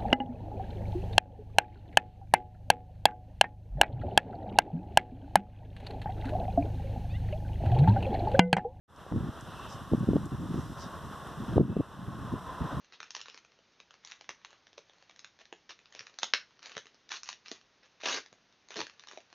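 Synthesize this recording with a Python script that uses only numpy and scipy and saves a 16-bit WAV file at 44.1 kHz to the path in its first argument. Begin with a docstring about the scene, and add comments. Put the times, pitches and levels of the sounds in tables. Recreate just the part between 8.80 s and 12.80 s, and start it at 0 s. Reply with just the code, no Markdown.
"""Wind in an open field of tall grass. A steady far rush fades in, and a hollow note near 1 kHz
grows within it. Close by, blades of grass tick and swish, while gusts buffet the microphone with a low
flutter and a few hard bumps. From about 0.8 s, faint whistles come now and then from afar.
Near 2.8 s the hardest bump drives the limiter: the field ducks, then swells back under further gusts."""
import sys
import numpy as np
from scipy import signal
from scipy.fft import rfft, irfft
from scipy.io import wavfile
from scipy.ndimage import uniform_filter1d, minimum_filter1d

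SR = 44100
rng = np.random.default_rng(int(sys.argv[2]) if len(sys.argv) > 2 else 0)


def wrap_up_sound(samples):
    """Save the sound to the file named by the first command line argument, as 16-bit audio."""
    columns = np.atleast_2d(samples).T
    # keep every value between -1 and 1, then stretch to whole-number steps
    tamed = np.clip(columns, -1, 1)
    steps = np.round(tamed * 32767).astype(np.int16)
    wavfile.write(sys.argv[1], SR, steps)


N = 176400
T, HZ = np.arange(N) / SR, np.fft.rfftfreq(N, 1 / SR)


def amp(db):
    """Decibels to gain."""
    return 10 ** (np.asarray(db) / 20)


def unit(x):
    """Scales to an rms of one."""
    return x / np.sqrt(np.mean(x ** 2) + 1e-20)


def eq_curve(points):
    """Joins (frequency, value) points across the spectrum on a log axis."""
    hz, value = np.transpose(points)
    return np.interp(np.log(HZ + 1), np.log(hz), value)


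def hump(hz, octaves):
    """A broad spectral peak with soft skirts."""
    away = (np.log2((HZ + 1) / hz) / octaves) ** 2
    return 1 / (1 + away + away ** 2)


def swell(centre_s, half_s):
    """A bell-shaped rise and fall in level."""
    return np.exp(-.5 * ((T - centre_s) / half_s) ** 2)


def drift(hz):
    """Smooth random modulation up to about the given rate, with an rms of one."""
    return unit(irfft(rfft(rng.standard_normal(N)) * np.exp(-(HZ / hz) ** 2), N))


def stereo_noise(spectrum):
    """Noise of a given spectrum, nearly mono in the mids, wide in the treble, with a few narrow dips."""
    # stereo width, side against mid (frequency [Hz], level [dB])
    side_levels = [(500, -45), (1400, -57), (2700, -42), (3400, -58.5), (4500, 1), (5600, -12.5),
                   (6800, -3.5), (9000, -6.5), (13000, -9)]
    # dips in the microphone's response (centre [Hz], width [Hz], depth [dB])
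    dips = [(2291, 270, 12), (4585, 300, 6), (6710, 480, 6), (13200, 400, 4)]
    mid, side = rfft(rng.standard_normal((2, N)))
    side = side * amp(eq_curve(side_levels))
    response = amp(-sum(db * np.exp(-((HZ - hz) / width) ** 2) for hz, width, db in dips))
    return unit(irfft(np.array([mid + side, mid - side]) * spectrum * response, N))


def far_rush(crossover_hz=3800):
    """The bed: distant wind over the field, its body and its hiss wavering separately."""
    # tone colour of the rush (frequency [Hz], relative level [dB])
    colour = [(25, 0), (70, 10), (200, 2.5), (450, -1), (650, 0), (800, -0.5), (1100, 3), (1500, -2),
              (1900, -10), (2700, -14), (3600, -12), (4400, -22), (5600, -18), (7500, -23), (10000, -27),
              (12000, -29), (14200, -29.5)]
    # level ride of the whole rush (time [s], level [dB])
    ride = [(.08, -61.5), (.2, -50.5), (.8, -43.5), (1.2, -47), (1.55, -48), (1.9, -46), (2.7, -43.5),
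            (3.2, -44.5), (3.6, -44), (4, -40.5)]
    # extra ride on the hiss alone (time [s], gain [dB])
    hiss_ride = [(.1, -0.5), (.8, -1), (1.3, 1), (1.8, 2), (2.7, -1.5), (3.2, -2), (4, -4)]
    noise = stereo_noise(amp(eq_curve(colour)))
    body = irfft(rfft(noise) / (1 + (HZ / crossover_hz) ** 4), N)
    hiss = (noise - body) * amp(np.interp(T, *np.transpose(hiss_ride)) + 0.43 * drift(53))
    return (body * amp(1.36 * drift(19.5)) + hiss) * amp(np.interp(T, *np.transpose(ride)))


def hollow_note(width_hz=123, waver_db=2.65):
    """A narrow band of noise in the rush that slowly grows louder and sinks in pitch."""
    # path of the note (time [s], pitch [Hz], level [dB])
    path = [(.06, 1140, -115), (.25, 1140, -71), (0.802, 1130, -55), (1.498, 1080, -59), (2.3, 1090, -52),
            (2.801, 1090, -55.5), (3.352, 1070, -55.5), (3.65, 1020, -47), (4, 1060, -51)]
    s, hz, db = np.transpose(path)
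    band = irfft(rfft(rng.standard_normal((2, N))) / (1 + (2 * HZ / width_hz) ** 2), N)
    phase = 2 * np.pi * np.cumsum(np.interp(T, s, hz)) / SR
    note = unit(band[0] * np.cos(phase) + band[1] * np.sin(phase))
    return note * amp(np.interp(T, s, db) + waver_db * drift(13))


def grass(grain_db=2, tick_decay_s=0.0047):
    """Blades slide over each other in grainy swishes, and now and then one ticks."""
    # sliding blades (centre time [s], half length [s], level [dB], centre [Hz], width [octaves])
    swishes = [(0.85, 0.15, -59, 2940, 0.54), (0.92, 0.024, -54, 5670, 0.42),
               (1.788, 0.085, -66, 5700, 0.49), (2.024, .027, -51.5, 5270, 0.38)]
    # ticking blades (time [s], level [dB], centre [Hz])
    ticks = [(.161, -60, 5500), (.609, -51, 6700), (1.195, -59, 7000), (1.364, -54, 3200),
             (1.456, -51, 6200), (1.7915, -59, 5500), (2.471, -59, 9000)]
    out = np.zeros((2, N))
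    for s, half, db, hz, octaves in swishes:
        friction = stereo_noise(hump(hz, octaves))
        grain = unit(amp(grain_db * drift(140)))
        out += friction * grain * amp(db) * swell(s, half)
    for s, db, hz in ticks:
        decay = (T >= s) * np.exp(-abs(T - s) / tick_decay_s)
        out += stereo_noise(hump(hz, octaves=.6)) * amp(db) * decay
    return out


def bumps():
    """Single eddies hit the port, each one push and pull of pressure with a small overshoot."""
    # eddy hits (time [s], peak [dB], time scale [ms])
    hits = [(0.2657, -33, 0.26), (.324, -28.5, 0.24), (0.3623, -22, 0.74), (1.1357, -14, 0.56),
            (1.2896, -15.5, 0.69), (1.334, -18.5, 0.55), (1.359, -16, 0.82), (1.366, -16.5, 0.49),
            (1.744, -22, 1), (2.7684, -10.5, 0.72), (2.781, -1.5, 0.41), (2.806, -14, .8), (2.813, -13, 1),
            (2.899, -18.5, 0.9), (2.9676, -13, 0.59), (3.0067, -13.5, 0.59), (3.5392, -24.5, 0.65)]
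    out = np.zeros(N)
    for s, db, ms in hits:
        age = (T - s) * 1000 / ms
        push = -np.sin(0.85 * age) / (1 + (age / 2) ** 2) ** 1.9
        out += amp(db) * push / push.max()
    return out


def flutter(corner_hz, top_slope=3.73, low_slope=2.24, band_count=17):
    """Eddy noise at the port, spanning from 0.4 of a moving corner frequency up to that corner."""
    centres = np.geomspace(25, 4000, band_count)
    noise = rfft(rng.standard_normal(N))
    eddies = np.zeros(N)
    for hz, solo in zip(centres, np.eye(band_count)):
        band = irfft(noise * eq_curve(list(zip(centres, solo))), N)
        top_cut = np.sqrt(1 + (hz / corner_hz) ** (2 * top_slope))
        low_cut = np.sqrt(1 + (0.4 * corner_hz / hz) ** (2 * low_slope))
        eddies += band / top_cut / low_cut
    eddies = unit(eddies)
    # 4:1 levelling over a 50 ms window keeps the eddies of one gust about equally strong
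    window = signal.windows.hann(int(0.05 * SR))
    local_power = abs(signal.fftconvolve(eddies ** 2, window / window.sum(), "same")) + 1e-9
    return eddies / local_power ** 0.375


def buffeting(rise_s=0.0065, fall_s=0.0083, breeze_db=-49.5, puff_db=3, puffs_per_s=36):
    """Turbulence at the port: gusts over a light breeze, each coming apart into ragged puffs."""
    # gusts on the microphone (start [s], length [s], level [dB])
    gusts = [(0.316, 0.072, -30), (0.396, 0.1, -35), (0.62, 0.0089, -42.5), (.675, 0.022, -46),
             (0.941, 0.023, -42.5), (1.009, 0.013, -40), (1.115, 0.036, -27), (1.177, 0.01, -28),
             (1.202, 0.039, -30), (1.274, 0.029, -26), (1.309, 0.0074, -27), (1.333, 0.04, -28),
             (1.374, 0.097, -36), (1.518, 0.027, -30.5), (1.579, 0.084, -35), (1.686, 0.037, -33),
             (1.737, 0.035, -33.5), (1.771, 0.024, -30.5), (1.824, 0.053, -41), (1.896, 0.024, -38.5),
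             (2.055, .016, -41), (2.309, 0.0076, -42), (2.574, 0.062, -36.5), (2.678, 0.064, -33.5),
             (2.758, 0.027, -21), (2.797, 0.015, -11.5), (2.82, 0.041, -26.5), (2.879, .05, -25.5),
             (2.957, 0.015, -24), (2.989, 0.013, -20.5), (3.186, 0.27, -41), (3.274, 0.016, -35),
             (3.514, 0.046, -33.5), (3.806, 0.02, -30), (3.839, .02, -32.5), (3.925, 0.073, -36)]
    breeze = amp(breeze_db + 3.5 * drift(12)) * np.clip(T / 1.2, 1e-3, 1) ** 2
    power = breeze ** 2
    for start, length, db in gusts:
        attack = np.clip((T - start) / rise_s + .5, 0, 1)
        release = np.exp(-np.maximum(T - start - length, 0) / fall_s)
        power += (amp(db) * attack * release) ** 2
    # stronger wind makes smaller, faster eddies: 281 Hz at -11 dB, an octave up per 52 dB
    wind_db = 10 * np.log10(power)
    eddies = flutter(corner_hz=281 * 2 ** ((wind_db + 11) / 52))
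    puff_rate = puffs_per_s * (1 + 0.4025 * drift(30.15))
    puffs = np.sin(2 * np.pi * np.cumsum(puff_rate) / SR)
    return np.sqrt(power) * unit(amp(puff_db * puffs) * eddies)


def boom(wind, hz=339, q=2.8, mix=0.33):
    """A broad low resonance that colours the wind at the port."""
    return wind + mix * signal.lfilter(*signal.iirpeak(hz, q, fs=SR), wind)


def whistles(wander_hz=60.5):
    """Thin wavering notes from far away, barely above the rush."""
    # far whistles (centre time [s], half length [s], level [dB], pitch [Hz])
    notes = [(0.816, .06, -59.5, 2657), (0.863, 0.19, -66, 2930), (2.045, 0.018, -57.5, 3660),
             (2.97, .06, -61, 2660)]
    out = np.zeros(N)
    for s, half, db, hz in notes:
        phase = 2 * np.pi * np.cumsum(hz + wander_hz * drift(54)) / SR
        out += amp(db) * swell(s, half) * np.sqrt(2) * np.sin(phase)
    return out


def limiter(x, ceiling_db=-7, release_db_per_s=11.5, lookahead_s=0.0013):
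    """Ducks both channels just ahead of a peak and lets them swell back slowly."""
    over_db = np.maximum(20 * np.log10(abs(x).max(0) + 1e-9) - ceiling_db, 0)
    recovery = T * release_db_per_s
    held_db = np.maximum.accumulate(over_db + recovery) - recovery
    span = 2 * (int(lookahead_s * SR) + 1)
    return x * amp(uniform_filter1d(minimum_filter1d(-held_db, span), span))


def scene():
    """Wind on the microphone up front, the field behind it, the grass nearby."""
    return boom(buffeting() + bumps()) + far_rush() + hollow_note() + grass() + whistles()


def record(dry, bass_cut_hz=54, open_s=0.076, fade_in_s=0.024, top_hz=14300):
    """Two slightly unlike ports, then a bass cut, a fade-in, the limiter and a steep top cut."""
    # balance of the ports (frequency [Hz], left minus right [dB])
    balance = [(25, -6), (64, -2.6), (125, -.3), (350, 1.1), (850, 0), (2800, 0), (4500, -1.8), (7000, 0),
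               (13000, -.7)]
    # phase between the ports (frequency [Hz], left lead [rad])
    lead = [(20, 1.5), (43, 1.27), (96, .8), (190, .45), (390, .19), (520, .12), (850, 0)]
    left = amp(eq_curve(balance) / 2) * np.exp(.5j * eq_curve(lead))
    x = irfft(rfft(dry) * np.array([left, 1 / left]), N)
    x = signal.sosfilt(signal.butter(2, bass_cut_hz, "highpass", fs=SR, output="sos"), x)
    x = x * np.clip((T - open_s) / fade_in_s, 0, 1)
    top_cut = signal.firwin(511, top_hz, window=("kaiser", 9), fs=SR)
    return signal.oaconvolve(limiter(x), top_cut[None], "same")


dry = scene()
out = record(dry)
wrap_up_sound(out)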